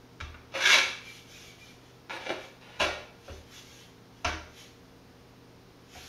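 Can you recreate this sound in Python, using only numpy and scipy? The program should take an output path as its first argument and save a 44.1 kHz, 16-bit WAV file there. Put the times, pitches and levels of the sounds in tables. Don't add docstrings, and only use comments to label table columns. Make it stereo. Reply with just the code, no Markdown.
import sys
import numpy as np
from scipy import signal
from scipy.fft import rfft, irfft
from scipy.io import wavfile

SR = 44100
rng = np.random.default_rng(int(sys.argv[2]) if len(sys.argv) > 2 else 0)


def wav_record(signal):
    frames = np.transpose(np.atleast_2d(signal))
    bounded = np.clip(frames, -1, 1)
    quanta = np.round(bounded * 32767).astype(np.int16)
    wavfile.write(sys.argv[1], SR, quanta)


N = 268128
TIME = np.arange(N) / SR


def from_db(db):
    return 10 ** (np.asarray(db) / 20)


def rms_one(x):
    return x / np.sqrt(np.mean(x ** 2) + 1e-20)


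def energy_one(x):
    return rms_one(x) / np.sqrt(x.shape[-1])


def at_hz(points, hz):
    f, value = np.transpose(points)
    return np.interp(np.log(np.maximum(hz, 1)), np.log(f), value)


def bins(size):
    return np.fft.rfftfreq(size, 1 / SR)


def noise(spectrum):
    white = rfft(rng.standard_normal(N))
    return rms_one(irfft(white * from_db(at_hz(spectrum, bins(N))), N))


def drift(rate_hz):
    knots = rng.standard_normal(4096)
    return np.interp(TIME * rate_hz, np.arange(len(knots)), knots)


def through(x, response):
    return signal.fftconvolve(np.atleast_2d(x), np.atleast_2d(response), axes=1)[:, :N]


def stroke(start, length, rise_db_per_s, fall_db_per_s):
    before = np.maximum(start - TIME, 0)
    after = np.maximum(TIME - start - length, 0)
    return from_db(-np.minimum(rise_db_per_s * before + fall_db_per_s * after, 200))


# (frequency [Hz], left-right correlation [0-1])
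STEREO_CORRELATION = [(80, 0.89), (350, 0.83), (700, 0.66), (1400, 0.37), (2800, 0.15), (5600, 0.039),
                      (12000, 0.025)]

def diffuse(mid, side):
    size = len(mid)
    alike = at_hz(STEREO_CORRELATION, bins(size))
    return irfft(np.sqrt(1 + alike) * rfft(mid) + np.sqrt(1 - alike) * rfft(side) * [[1], [-1]], size)


# (frequency [Hz], relative level [dB])
AIR_SPECTRUM = [(15, -27), (25, -11), (91, -5.5), (116, -12), (193, -8), (260, -8), (289, -7.5), (469, -11),
                (552, -13), (895, -14.5), (1530, -18), (1850, -20.5), (5430, -24), (7700, -33.5),
                (15500, -37.5)]
# (pitch [Hz], rms level [dB])
HUM_TONES = [(119.3, -61.5), (173, -67.5), (259.5, -65.5), (387.6, -69), (470, -65.5)]

def ventilation(air_db, waver_db, wander_hz):
    air = from_db(air_db) * rms_one(diffuse(noise(AIR_SPECTRUM), noise(AIR_SPECTRUM)))
    hum = np.zeros(N)
    for hz, db in HUM_TONES:
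        amplitude = np.sqrt(2) * from_db(db + waver_db * drift(3.48))
        pitch = hz + wander_hz * drift(5.0)
        hum += amplitude * np.sin(2 * np.pi * np.cumsum(pitch) / SR)
    return air + hum


def contact(cutoff_hz, spot_hz, boost_db=11.5, q=6.1):
    lowpass = signal.butter(2, min(cutoff_hz, SR / 2 - 1000), fs=SR)
    pulse = signal.lfilter(*lowpass, np.arange(2048) == 0)
    favoured = signal.lfilter(*signal.iirpeak(spot_hz, q, fs=SR), pulse)
    return pulse + from_db(boost_db) * favoured


# (first touch [s], delay to full contact [s], hood drive [dB], barrel drive [dB],
# contact cutoff [Hz], pitch favoured by the spot [Hz])
KNOCK_CUES = [(0.2032, 0.0068, -14, -24, 7700, 1200), (0.344, 0.0032, -19.5, -30, 1510, 1320),
              (0.54, .009, -12, -15, 2400, 615), (0.554, 0.0036, -15.5, -23, 2280, 2050),
              (0.603, 0.0043, -10, -19, 7000, 1300), (0.656, .004, -7.5, -15, 9000, 3550),
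              (0.70, 0.0056, -1.5, -11.5, 10000, 1680), (0.727, .005, 0, -16.5, 11000, 2530),
              (0.748, .003, 1.5, -8.5, 7000, 546), (0.784, .004, -6, -28, 5000, 1680),
              (2.0968, .01, -12.5, -15, 2600, 920), (2.264, 0.00417, -14.5, -16, 3000, 526),
              (2.294, 0.0094, -10, -5.5, 2000, 370), (2.8004, .005, -12, -1, 6000, 610),
              (2.811, .003, -3, -3.5, 9000, 415), (3.2799, 0.0051, -24, -15.5, 840, 426),
              (4.2465, .003, -10, -3, 5400, 5850), (4.2508, 0.003125, -17, -6.5, 3400, 1430),
              (4.262, 0.00304, -23, -7.5, 2000, 321), (5.95, 0.0052, -29, -23.5, 900, 730)]

def knocks(rebounds, gap_s, softening, hollow_hz):
    force = np.zeros((2, N))
    for start, delay, hood_db, barrel_db, cutoff_hz, spot_hz in KNOCK_CUES:
        touch = (start, hood_db - 4, barrel_db - 6, cutoff_hz * 2.2, spot_hz)
        full = (start + delay, hood_db, barrel_db, cutoff_hz, spot_hz)
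        blows = [touch, full]
        gaps = gap_s * rng.uniform(.7, 1.3, rebounds + 1)
        for k in range(1, rebounds + 1):
            when = start + delay + gaps[:k].sum()
            blows.append((when, hood_db - 10 * k, barrel_db - 6 * k, cutoff_hz * softening ** k, hollow_hz))
        for when, on_hood_db, on_barrel_db, bright_hz, favoured_hz in blows:
            pulse = contact(bright_hz, favoured_hz)
            at = round(when * SR)
            force[:, at:at + len(pulse)] += from_db([[on_hood_db], [on_barrel_db]]) * pulse
    return force


def shell(modes, spectrum, crack_db):
    t = TIME[:8192]
    ring = sum(from_db(db) * width * np.exp(-np.pi * width * t) * np.cos(2 * np.pi * hz * t)
               for hz, width, db in modes)
    ring = signal.sosfilt(signal.butter(2, 7000, fs=SR, output="sos"), ring)
    cepstrum = irfft(np.log(from_db(at_hz(spectrum, bins(len(t))))))
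    causal = (t > 0) * (t < t[-1] / 2)
    crack = irfft(np.exp(rfft(2 * cepstrum * causal)))
    return energy_one(energy_one(ring) + from_db(crack_db) * energy_one(crack))


# (pitch [Hz], bandwidth [Hz], relative level [dB])
HOOD_MODES = [(372, 25, -2), (553, 52, -13), (924, 60, -4.5), (1390, 48, -17), (1680, 71, 2.5),
              (2253, 176, -1.5), (2304, 110, 9), (2654, 62, -7), (2700, 50, 0), (2610, 98, -0.5),
              (3100, 52, -5), (3340, 70, 4.5), (3486, 240, -3.5), (3734, 130, -1.5), (3680, 45, -2),
              (4440, 86, -20), (5170, 246, -31), (5800, 380, -8.5)]
# (frequency [Hz], relative level [dB])
HOOD_CRACK = [(100, -44), (300, -32), (600, 0.5), (1300, 7), (3000, 8.5), (4200, 0.5), (6300, 4),
              (8200, -27.5), (11000, -8.5), (15500, -47)]

def hood(force):
    return through(force, shell(HOOD_MODES, HOOD_CRACK, crack_db=-7.5))


# (pitch [Hz], bandwidth [Hz], relative level [dB])
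BARREL_MODES = [(323, 50, -6), (388.6, 94, -3), (538, 27, 8.5), (610, 29, 8), (740, 90, 1), (845, 62, -3.5),
                (969, 39, -5.5), (1107, 25, 4), (1386, 43, -6), (1430, 74.5, 2), (1447, 18, -5.5),
                (1710, 82, -6), (2090, 30, -5)]
# (frequency [Hz], relative level [dB])
BARREL_THUD = [(60, -22), (180, -2.5), (350, -5.5), (700, 3.5), (1400, 1.5), (2800, 1), (6000, -19.5),
               (10000, -20), (15000, -29)]

def barrel(force):
    return through(force, shell(BARREL_MODES, BARREL_THUD, crack_db=4.5))


# (time [s], level [dB])
PUSH_CUES = [(0.217, -40), (2.813, -42.5), (3.299, -44), (4.255, -36), (5.961, -53.5)]
# (pitch [Hz], bandwidth [Hz], relative level [dB])
TRIPOD_MODES = [(42.5, 3.5, -4.5), (76.9, 3.9, 5), (86.8, 5.8, -2), (134, 12, -6)]

def tripod(attack_s):
    pushes = np.zeros(N)
    for start, db in PUSH_CUES:
        pushes[round(start * SR)] = from_db(db)
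    t = TIME[:SR]
    boom = sum(from_db(db) * np.exp(-np.pi * width * t) * np.sin(2 * np.pi * hz * t)
               for hz, width, db in TRIPOD_MODES)
    return through(pushes, boom * (1 - np.exp(-t / attack_s)))


# (time [s], hold [s], hood drive [dB], barrel drive [dB])
SCRAPE_CUES = [(0.521, 0.028, -52.5, -50), (0.546, 0.044, -39.5, -36), (0.606, 0.065, -27.5, -38.5),
               (0.654, 0.096, -20.5, -35), (0.753, 0.032, -25.5, -43), (0.788, 0.14, -45.5, -62),
               (2.1, 0.069, -51, -42), (2.198, .115, -48.5, -51), (2.293, 0.025, -45, -39),
               (2.33, 0.13, -56.5, -63), (2.61, 0.41, -62.5, -55.5), (2.799, 0.035, -30.5, -30),
               (3.282, 0.022, -69, -52), (4.249, .035, -50, -38)]

def scrape(slips_per_s, spread_db, grit_db, low_cut_hz):
    slip_count = np.floor(np.cumsum(slips_per_s * from_db(5 * drift(300)) / SR))
    sizes = from_db(spread_db * np.clip(rng.standard_normal(N), -2, 2))
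    slips = np.diff(slip_count, prepend=0) * sizes * rng.choice([-1, 1], N)
    grit = from_db(grit_db) * rng.standard_normal(N)
    friction = rms_one(rms_one(slips) + grit)
    strokes = [from_db([[hood_db], [barrel_db]]) * stroke(start, hold, 2498.5, 594)
               for start, hold, hood_db, barrel_db in SCRAPE_CUES]
    low_cut = signal.butter(3, low_cut_hz, "highpass", fs=SR, output="sos")
    return np.max(strokes, axis=0) * signal.sosfilt(low_cut, friction)


# (time [s], hold [s], level [dB])
RUB_CUES = [(1.06, 0.11, -52.5), (1.309, 0.17, -52.5), (1.593, 0.11, -58), (1.834, 0.066, -65),
            (2.42, .03, -56), (3.247, 0.12, -57), (3.542, 0.047, -49.5), (3.68, 0.14, -55),
            (4.17, .05, -65.5), (4.58, 0.036, -51), (4.865, 0.011, -70), (5.95, 0.14, -50)]
# (frequency [Hz], relative level [dB])
SKIN_SPECTRUM = [(100, -26), (300, -8), (700, -12), (1500, -0.5), (3500, 7), (5000, 2.5), (6200, 6.5),
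                 (8500, -9), (11500, -6), (13500, -14), (15500, -23)]

def hand_rub(rise_db_per_s, fall_db_per_s):
    strokes = [from_db(db) * stroke(start, hold, rise_db_per_s, fall_db_per_s)
               for start, hold, db in RUB_CUES]
    return np.max(strokes, axis=0) * noise(SKIN_SPECTRUM)


# (centre time [s], half-length [s], pitch [Hz], level [dB])
SQUEAK_CUES = [(1.082, 0.025, 2360, -46.5), (1.184, .026, 2306, -58), (1.352, 0.015, 2480, -45.5),
               (1.471, 0.023, 2320, -51.5), (1.63, 0.018, 2395, -53), (1.711, .02, 2340, -57)]

def squeaks(sag, rough_hz, flutter_db):
    out = np.zeros(N)
    for centre, half_s, hz, db in SQUEAK_CUES:
        near = np.abs(TIME - centre) < 3 * half_s
        progress = (TIME[near] - centre) / half_s
        pitch = hz * (1 - sag * progress) + rough_hz * drift(400)[near]
        envelope = from_db(db + flutter_db * drift(150)[near]) * np.exp(-progress ** 2 / 2)
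        out[near] += envelope * np.sin(2 * np.pi * np.cumsum(pitch) / SR)
    return out


# (frequency [Hz], time to fall 60 dB [s])
REVERB_TIMES = [(80, 0.426), (260, 0.39), (700, 0.57), (2000, 0.51), (5000, 0.51), (12000, 0.46)]

def reflections(early_db, early_s, tail_db, build_s):
    t = TIME[:SR]
    field = rfft(diffuse(*rng.standard_normal((2, SR))))
    octave = np.round(np.log2(np.maximum(bins(SR), 64)))
    tail = sum(irfft(field * (octave == k), SR) * from_db(-60 * t / at_hz(REVERB_TIMES, 2 ** k))
               for k in np.unique(octave))
    tail *= 1 - np.exp(-t / build_s)
    early = diffuse(*rng.standard_normal((2, SR))) * np.exp(-t / early_s)
    return from_db(early_db) * energy_one(early) + from_db(tail_db) * energy_one(tail)


def room(x, direct_db, moves_hz, patterns):
    sends = np.array([drift(moves_hz) for _ in range(patterns)])
    sends /= np.linalg.norm(sends, axis=0)
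    wet = sum(through(x * send, reflections(early_db=-0.5, early_s=0.0064, tail_db=-1.5, build_s=0.009))
              for send in sends)
    return from_db(direct_db) * x + wet


def scene():
    hits = knocks(rebounds=3, gap_s=.01, softening=.7, hollow_hz=335)
    friction = scrape(slips_per_s=520, spread_db=3.5, grit_db=-6, low_cut_hz=340)
    on_hood, on_barrel = hits + friction
    hands = hand_rub(rise_db_per_s=199, fall_db_per_s=197)
    on_hood += from_db(-17.5) * hands
    foley = hood(on_hood) + barrel(on_barrel) + hands + squeaks(sag=0.012, rough_hz=64, flutter_db=2.1)
    in_room = room(foley, direct_db=-7, moves_hz=12, patterns=6)
    return in_room + tripod(attack_s=0.0056) + ventilation(air_db=-55.2, waver_db=1.5, wander_hz=2.5)


# (frequency [Hz], left minus right [dB])
BALANCE_EQ = [(100, 1), (700, 0), (2800, -0.4), (5500, -4), (9000, 0), (14000, 3.5)]
# (low edge [Hz], high edge [Hz])
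TREBLE_NOTCHES = [(7350, 8050), (9300, 9900)]

def record(dry):
    balance_db = at_hz(BALANCE_EQ, bins(N)) * np.array([[.5], [-.5]])
    out = irfft(rfft(dry) * from_db(balance_db), N)
    for edges in TREBLE_NOTCHES:
        out = signal.sosfilt(signal.butter(2, edges, "bandstop", fs=SR, output="sos"), out)
    high_cut = signal.ellip(12, .1, 90, 15600, fs=SR, output="sos")
    return signal.sosfilt(high_cut, out)


dry = scene()
out = record(dry)
wav_record(out)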